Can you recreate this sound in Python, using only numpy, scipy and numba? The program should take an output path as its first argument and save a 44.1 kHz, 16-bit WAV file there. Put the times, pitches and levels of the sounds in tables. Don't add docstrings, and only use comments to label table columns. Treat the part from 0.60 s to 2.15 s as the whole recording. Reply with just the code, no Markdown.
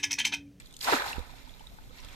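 import sys
import numpy as np
from scipy import signal
from scipy.fft import rfft, irfft
from scipy.io import wavfile
from scipy.ndimage import uniform_filter1d
from numba import njit

SR = 44100
rng = np.random.default_rng(int(sys.argv[2]) if len(sys.argv) > 2 else 0)


def int16_out(signal):
    q = np.round(np.clip(np.atleast_2d(signal).T, -1, 1) * 32767)
    wavfile.write(sys.argv[1], SR, q.astype(np.int16))


def field_ratio(decibels):
    return 10 ** (np.asarray(decibels, dtype=float) / 20)


N = 68355

# frequency in Hz, level in dB.
RIVER_COLOUR = [(71, -36), (120, -11.5), (655, -23.5), (835, -31.5), (3650, -17), (10000, -34.5),
                (12800, -24), (14100, -28), (15000, -36)]
# time in seconds, gust level in dB, left minus right in dB.
BREEZE_STRENGTH = [(0.0, -53.5, -16), (0.042, -59.5, -0.5), (0.448, -55.5, -14), (0.594, -28, -18),
                   (0.646, -57, -7), (0.728, -52, -17), (0.794, -57, -2), (0.836, -52.5, -19),
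                   (1.056, -57.5, -11), (1.112, -51.5, 7), (1.174, -56, -7), (1.256, -55, 6),
                   (1.324, -50.5, -16), (1.36, -59, -6), (1.416, -53, -8), (1.446, -48, 0.5),
                   (1.488, -50, -15), (1.55, -58.5, -1.0)]
# frequency in Hz, level in dB per Hz.
GUST_COLOUR = [(8.8, -18.5), (15, -3), (30, 0), (222, -24), (254, -15.5), (326, -30), (400, -48),
               (520, -67), (880, -120)]
# time in seconds, peak in dB, pitch in Hz.
TRICKLE_BUBBLES = [(.003, -51, 2250), (.008, -54, 1750), (.021, -53, 3300), (.1425, -51, 6100),
                   (.1655, -46, 3550), (.522, -41, 8600), (.566, -46, 2600), (.615, -50, 2300),
                   (.695, -55, 2300), (.87, -57, 1400), (.947, -56, 4600), (1.186, -49, 1410),
                   (1.295, -55, 3300), (1.308, -52, 1250), (1.335, -54, 3700), (1.375, -53, 2200),
                   (1.395, -53, 2000), (1.437, -51, 3500), (1.487, -47, 3250), (1.488, -50, 2550),
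                   (1.499, -52, 2450), (1.508, -51, 3200), (1.529, -51, 6300), (1.542, -52, 3600)]
# time in seconds, peak in dB, pitch in Hz.
LARGE_BUBBLES = [(0.592, -42, 478), (0.611, -47, 970), (0.694, -44.5, 965), (0.738, -46.5, 710),
                 (0.841, -55, 620), (0.874, -47, 890), (0.905, -52, 640), (0.948, -58, 820),
                 (1.008, -43, 833), (1.04, -50, 980), (1.118, -52, 670), (1.147, -55, 710),
                 (1.186, -45, 852), (1.305, -53.5, 490)]
# time in seconds, peak in dB, pitch in Hz, splat relative to peak in dB.
FALLING_DROPS = [(0.0004, -42, 7400, -12), (0.0133, -61, 3450, -13), (0.0581, -46.5, 4200, -9.5),
                 (0.0618, -49, 3700, -11), (0.0704, -51, 3340, -3.5), (0.1083, -49.5, 3420, -6),
                 (0.126, -53.5, 3360, 3), (0.139, -46, 3920, -4), (0.1430, -47.5, 2960, -9.5),
                 (0.1662, -61, 3450, 18.5), (0.1905, -57, 3250, 9.5), (0.2097, -43, 3370, 5),
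                 (0.2433, -40, 4180, 3), (0.5301, -29, 2600, -20), (0.5574, -54.5, 2430, 5),
                 (0.5921, -41.5, 3640, -8), (0.6794, -63, 3170, -8), (0.8939, -44.5, 3330, -22),
                 (0.9393, -46, 3670, -23), (0.995, -49.5, 2930, -5), (1.07, -39.5, 3630, -15),
                 (1.2378, -54.5, 3190, -23), (1.4028, -43.5, 5400, -14), (1.4470, -46, 3280, -0.5)]
# time in seconds, spray in dB, churn in dB, mist relative to spray in dB.
WATER_EFFORT = [(0, -51, -54.5, -5), (.025, -65, -71, -5.5), (.197, -71.5, -67.5, 6), (.208, -51, -68, 4.5),
                (.25, -37, -46.5, -1), (.276, -38.5, -29, -4), (.31, -33.5, -29, -5),
                (.336, -31.5, -24.5, -8.5), (.358, -36, -31, -7.5), (.39, -38.5, -37.5, -11),
                (.44, -43.5, -36, -5), (.5, -42, -42.5, -5), (.545, -50, -45.5, -5.5),
                (.65, -58.5, -54.5, -6.5), (.78, -59, -61.5, -6.5), (1.29, -67.5, -65.5, -0.5),
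                (1.39, -55.5, -60.5, -7), (1.55, -55.5, -57.5, -8)]
# frequency in Hz, level in dB per Hz.
MIST_COLOUR = [(4500, -5), (6500, -2), (10000, -10), (12500, -6), (14200, -3.5), (15000, -35)]
# frequency in Hz, level in dB per Hz.
SPRAY_COLOUR = [(880, -19), (1500, -3.5), (2080, -1.5), (4630, -4), (5150, -9.5), (9820, -13), (13600, -37),
                (14600, -50), (15000, -40)]
# frequency in Hz, level in dB per Hz.
CHURN_COLOUR = [(130, -36), (220, -4.5), (437, -8.5), (800, -1.5), (1000, -1), (1450, 0), (2200, -12),
                (3600, -15.5)]
# time in seconds, peak in dB, pitch in Hz, left port ahead in milliseconds.
PLUNGE_BUBBLES = [(0.208, -37.5, 4242, 0.26), (0.21, -33, 3800, 0.31), (0.2127, -29, 4700, 0.31),
                  (0.2134, -33, 3120, 0.36), (0.219, -42, 1959, 0.21), (0.2294, -28, 4370, 0.15),
                  (0.2448, -29.5, 4651, 0.24), (0.2468, -26.5, 4026, 0.17), (0.2494, -33, 1650, 0.32),
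                  (0.2703, -34, 930, 0.031), (0.2774, -35, 810, 0.029), (0.2795, -23.5, 1330, 0.12),
                  (0.2868, -30.5, 1410, 0.103), (0.2878, -18.5, 775, 0.36), (0.2993, -28.5, 1060, 0.091),
                  (0.2998, -33, 796, 0.247), (0.3057, -29, 4500, 0.16), (0.3176, -25, 4200, 0.267),
                  (0.3253, -29, 800, 0.52), (0.3277, -19, 1570, 0.41), (0.3314, -22.7, 1280, 0.101),
                  (0.3327, -19, 1890, 0.28), (0.3368, -30, 4586, 0.745), (0.3692, -43, 968, 0.058),
                  (0.3708, -26, 1700, 0.26), (0.3737, -28, 1480, 0.189), (0.387, -26, 1750, 0.41),
                  (0.3987, -23, 1640, 0.32), (0.3985, -43, 3270, 0.16), (0.4036, -31, 3300, 0.14),
                  (0.4146, -38, 947, 0.14), (0.4136, -34, 1690, 0.31), (0.418, -29.5, 1210, 0.089),
                  (0.422, -24.5, 1490, 0.256), (0.4215, -35, 565, 0.49), (0.4425, -30.1, 1540, 0.23),
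                  (0.4575, -32, 818, 0.11), (0.4615, -36, 1670, 0.32), (0.4754, -40, 1610, 0.25),
                  (0.4803, -34, 3962, 0.17), (0.4835, -35.5, 855, 0.098), (0.4908, -34, 1540, 0.28),
                  (0.5156, -29.5, 1680, 0.27), (0.523, -36.4, 1610, 0.302)]
# time in seconds, peak in dB, pitch in Hz.
HOOP_SLAPS = [
    (.2772, -25, 1200),
    (.2986, -19.5, 1070),
    (.3245, -16, 875),
    (.334, -31, 1360),
]
# frequency in Hz, left minus right in dB.
PORT_DIFFERENCE = [(110, 5), (300, -3), (560, 0.5), (880, 3.5), (1200, -1.5), (1600, -8.5), (2000, 0.5),
                   (3200, -5), (4300, -8), (7910, 13), (14600, 1.5)]

LAG_S, LAG_SPREAD_S = -0.0003385, 0.0001996
RISE_PER_CYCLE = 0.0099
SWELL_CYCLES = 3.0
POP_S, POP_DB, POP_WIDTH_S = .5833, -21, .0007
POP_RING_S, POP_RING_DB, POP_HZ, POP_T60_S = .5895, -25, 64, .13
POP_SINK_S, POP_SINK_DB, POP_SINK_WIDTH_S = .605, -28, .005
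GULP_S, GULP_DB, GULP_ATTACK_S, GULP_T60_S, GULP_ROUGH_DB = .3238, -19, .0012, .085, 1.5
GULP_FROM_HZ, GULP_TO_HZ, GULP_FALL_S = 600, 240, .009
BURST_T60_S, BURST_SWELL = 0.018, 2.486


def shape(x, table, scale=1):
    hz, db = np.array(table, float).T
    f = np.maximum(np.fft.rfftfreq(N, 1 / SR), 1)
    gain_db = scale * np.interp(np.log(f), np.log(hz), db)
    return irfft(rfft(x) * field_ratio(gain_db), N)


def curve(table, axis):
    table = np.array(table, float)
    return np.interp(np.arange(N) / SR, table[:, 0], table[:, axis])


def unit(x):
    return x / np.sqrt(np.mean(x ** 2))


def walk(rate):
    k = int(SR / rate)
    smooth = uniform_filter1d(rng.standard_normal(N), k)
    return unit(uniform_filter1d(smooth, k))


@njit
def ring(start, hz, t60, size, rise, lag, swell, n, sr):
    out = np.zeros((2, n))
    for j in range(len(start)):
        for c in range(2):
            at = (start[j] + lag[j] * (1 - c)) * sr
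            i = int(at) + 1
            step = 2 * np.pi * hz[j] / sr
            fade = np.exp(-np.log(1000.) / (t60[j] * sr))
            phase = step * (i - at)
            a = size[j]
            while i < n and a > size[j] * .003:
                if i >= 0:
                    out[c, i] += a * np.sin(phase) * min(phase / (2 * np.pi * swell), 1.) ** 2
                phase += step
                a *= fade
                step = min(step * (1 + rise * step / (2 * np.pi)), 2.5)
                i += 1
    return out


def drops(table, gain_db, swell, cycles):
    s, db, hz = np.array(table, float).T[:3]
    size = field_ratio(db + gain_db + 60 * swell / cycles)
    start = s - swell / hz / 2
    return ring(start, hz, cycles / hz, size, RISE_PER_CYCLE / 2, LAG_S + 0 * s, swell, N, 1. * SR)


def swarm(count, lo_hz, hi_hz, cycles, hiss_db, lag_share=0.921):
    when, pitch, chance = rng.random((count, 3)).T
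    ring_spread, lag_spread = rng.standard_normal((count, 2)).T
    hz = lo_hz * (hi_hz / lo_hz) ** pitch
    size = field_ratio(-1.7 * np.log(1 - chance)) * hz / 1000
    t60 = cycles * np.exp(0.46 * ring_spread) / hz
    lag = lag_share * LAG_S + LAG_SPREAD_S * lag_spread
    crowd = ring(when * N / SR, hz, t60, size, RISE_PER_CYCLE, lag, 1.21, N, 1. * SR)
    hiss = field_ratio(hiss_db) * rng.standard_normal((2, N))
    return (unit(crowd) + hiss) * field_ratio(1.6 * walk(67))


def mirrored(x):
    return x - field_ratio(-11) * np.roll(x, int(.00068 * SR), axis=1)


def river():
    mid = rng.standard_normal(N)
    apart = rng.standard_normal((2, N))
    shared = np.array([np.roll(mid, int(LAG_S * SR)), mid])
    mix = shape(shared, [(400, -2.5), (2500, -12.5)]) + shape(apart, [(150, -1.5), (1000, -18.5)])
    return unit(shape(mix, RIVER_COLOUR)) * field_ratio(-60 + 0.21 * walk(8.2))


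def membrane_pop():
    t = np.arange(N) / SR
    late = t - POP_RING_S
    push = field_ratio(POP_DB) * np.exp(-((t - POP_S) / POP_WIDTH_S) ** 2)
    swing = field_ratio(POP_RING_DB - 60 * np.abs(late) / POP_T60_S) * np.sin(2 * np.pi * POP_HZ * late)
    sink = field_ratio(POP_SINK_DB) * np.exp(-((t - POP_SINK_S) / POP_SINK_WIDTH_S) ** 2)
    return (push - swing - sink) * np.array([[0], [1]])


def breeze():
    side = curve(BREEZE_STRENGTH, axis=2) / 2 * np.array([[1], [-1]])
    gust_db = np.minimum(curve(BREEZE_STRENGTH, axis=1), -52)
    db = gust_db + side - np.abs(side) + np.array([[6.0], [7.5]])
    rumble = shape(rng.standard_normal((2, N)), list(GUST_COLOUR) + [(1500, -63)])
    return unit(rumble) * field_ratio(db) + membrane_pop()


def trickle():
    return drops(TRICKLE_BUBBLES, gain_db=5, swell=SWELL_CYCLES, cycles=23)


def plops():
    return drops(LARGE_BUBBLES, gain_db=1.5, swell=SWELL_CYCLES, cycles=22.0)


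def drips():
    return drops(FALLING_DROPS, gain_db=1.0, swell=2 * SWELL_CYCLES, cycles=36)


def splats():
    s, db, _, rel_db = np.array(FALLING_DROPS, float).T[:, :, None]
    bump = np.exp(-((np.arange(N) / SR - s) / 0.0014 - 1) ** 2)
    env = (field_ratio(db + rel_db - 0.5) * bump).sum(0)
    colour = [(2000, -23), (3600, 7.5), (5200, 3.5), (8000, 5.5), (14000, -4)]
    return env * unit(shape(rng.standard_normal((2, N)), colour))


def splash():
    spray = swarm(count=14000, lo_hz=1200, hi_hz=7070, cycles=10.2, hiss_db=-6)
    mist = swarm(count=12000, lo_hz=5450, hi_hz=14300, cycles=9.3, hiss_db=5.5)
    churn = swarm(count=9000, lo_hz=252.2, hi_hz=3054, cycles=13.4, hiss_db=-10, lag_share=0.55)
    spray = unit(shape(shape(spray, [(5500, -12.5), (7500, -19)]), SPRAY_COLOUR))
    mist = unit(shape(mist, MIST_COLOUR)) * field_ratio(curve(WATER_EFFORT, axis=3))
    churn = unit(shape(churn, CHURN_COLOUR)) * field_ratio(curve(WATER_EFFORT, axis=2))
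    return (spray + mist) * field_ratio(curve(WATER_EFFORT, axis=1)) + churn


def bursts():
    s, db, hz, ahead_ms = np.array(PLUNGE_BUBBLES, float).T
    t60 = BURST_T60_S * np.sqrt(1000 / hz)
    size = field_ratio(db + 1.5 + 60 * BURST_SWELL / hz / t60)
    start = s - (BURST_SWELL + 0.78) / hz
    return ring(start, hz, t60, size, RISE_PER_CYCLE, -ahead_ms / 1000, BURST_SWELL, N, 1. * SR)


def slaps():
    return drops(HOOP_SLAPS, gain_db=0.0, swell=0.63, cycles=7.9)


def gulp():
    t = np.maximum(np.arange(N) / SR - GULP_S - np.array([[LAG_S], [0]]), 0)
    fall = (GULP_FROM_HZ - GULP_TO_HZ) * GULP_FALL_S * (1 - np.exp(-t / GULP_FALL_S))
    turns = GULP_TO_HZ * t + fall
    size = field_ratio(GULP_DB - 60 * t / GULP_T60_S + GULP_ROUGH_DB * walk(170))
    first = size * np.minimum(t / GULP_ATTACK_S, 1) * np.sin(2 * np.pi * turns)
    again = drops([(.3425, -30, 250)], gain_db=0, swell=0.89, cycles=13)
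    return first + again


def scattered(x):
    t = np.arange(4096) / SR
    tail = rng.standard_normal((2, 4096)) * field_ratio(-60 * t / .03) * (t > .002)
    tail = tail / np.sqrt((tail ** 2).sum(1, keepdims=True))
    return field_ratio(-11) * signal.fftconvolve(x, tail, axes=1)[:, :N]


def scene():
    near = trickle() + plops() + drips() + splats()
    near = near + mirrored(splash()) + bursts() + slaps()
    near = near + scattered(near)
    water = mirrored(river()) + near + gulp()
    left = shape(water[0], PORT_DIFFERENCE, 0.46)
    right = shape(water[1], PORT_DIFFERENCE, -0.47)
    return np.array([left, right]) + breeze()


def top_cut(x):
    return signal.sosfilt(signal.butter(12, 15160, fs=SR, output="sos"), x)


def record(dry):
    low_pass = signal.ellip(10, .3, 70, 14200, fs=SR, output="sos")
    high_pass = signal.butter(1, 8, "high", fs=SR, output="sos")
    mix = signal.sosfilt(high_pass, signal.sosfilt(low_pass, dry))
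    return top_cut(mix)


dry = scene()
out = record(dry)
int16_out(out)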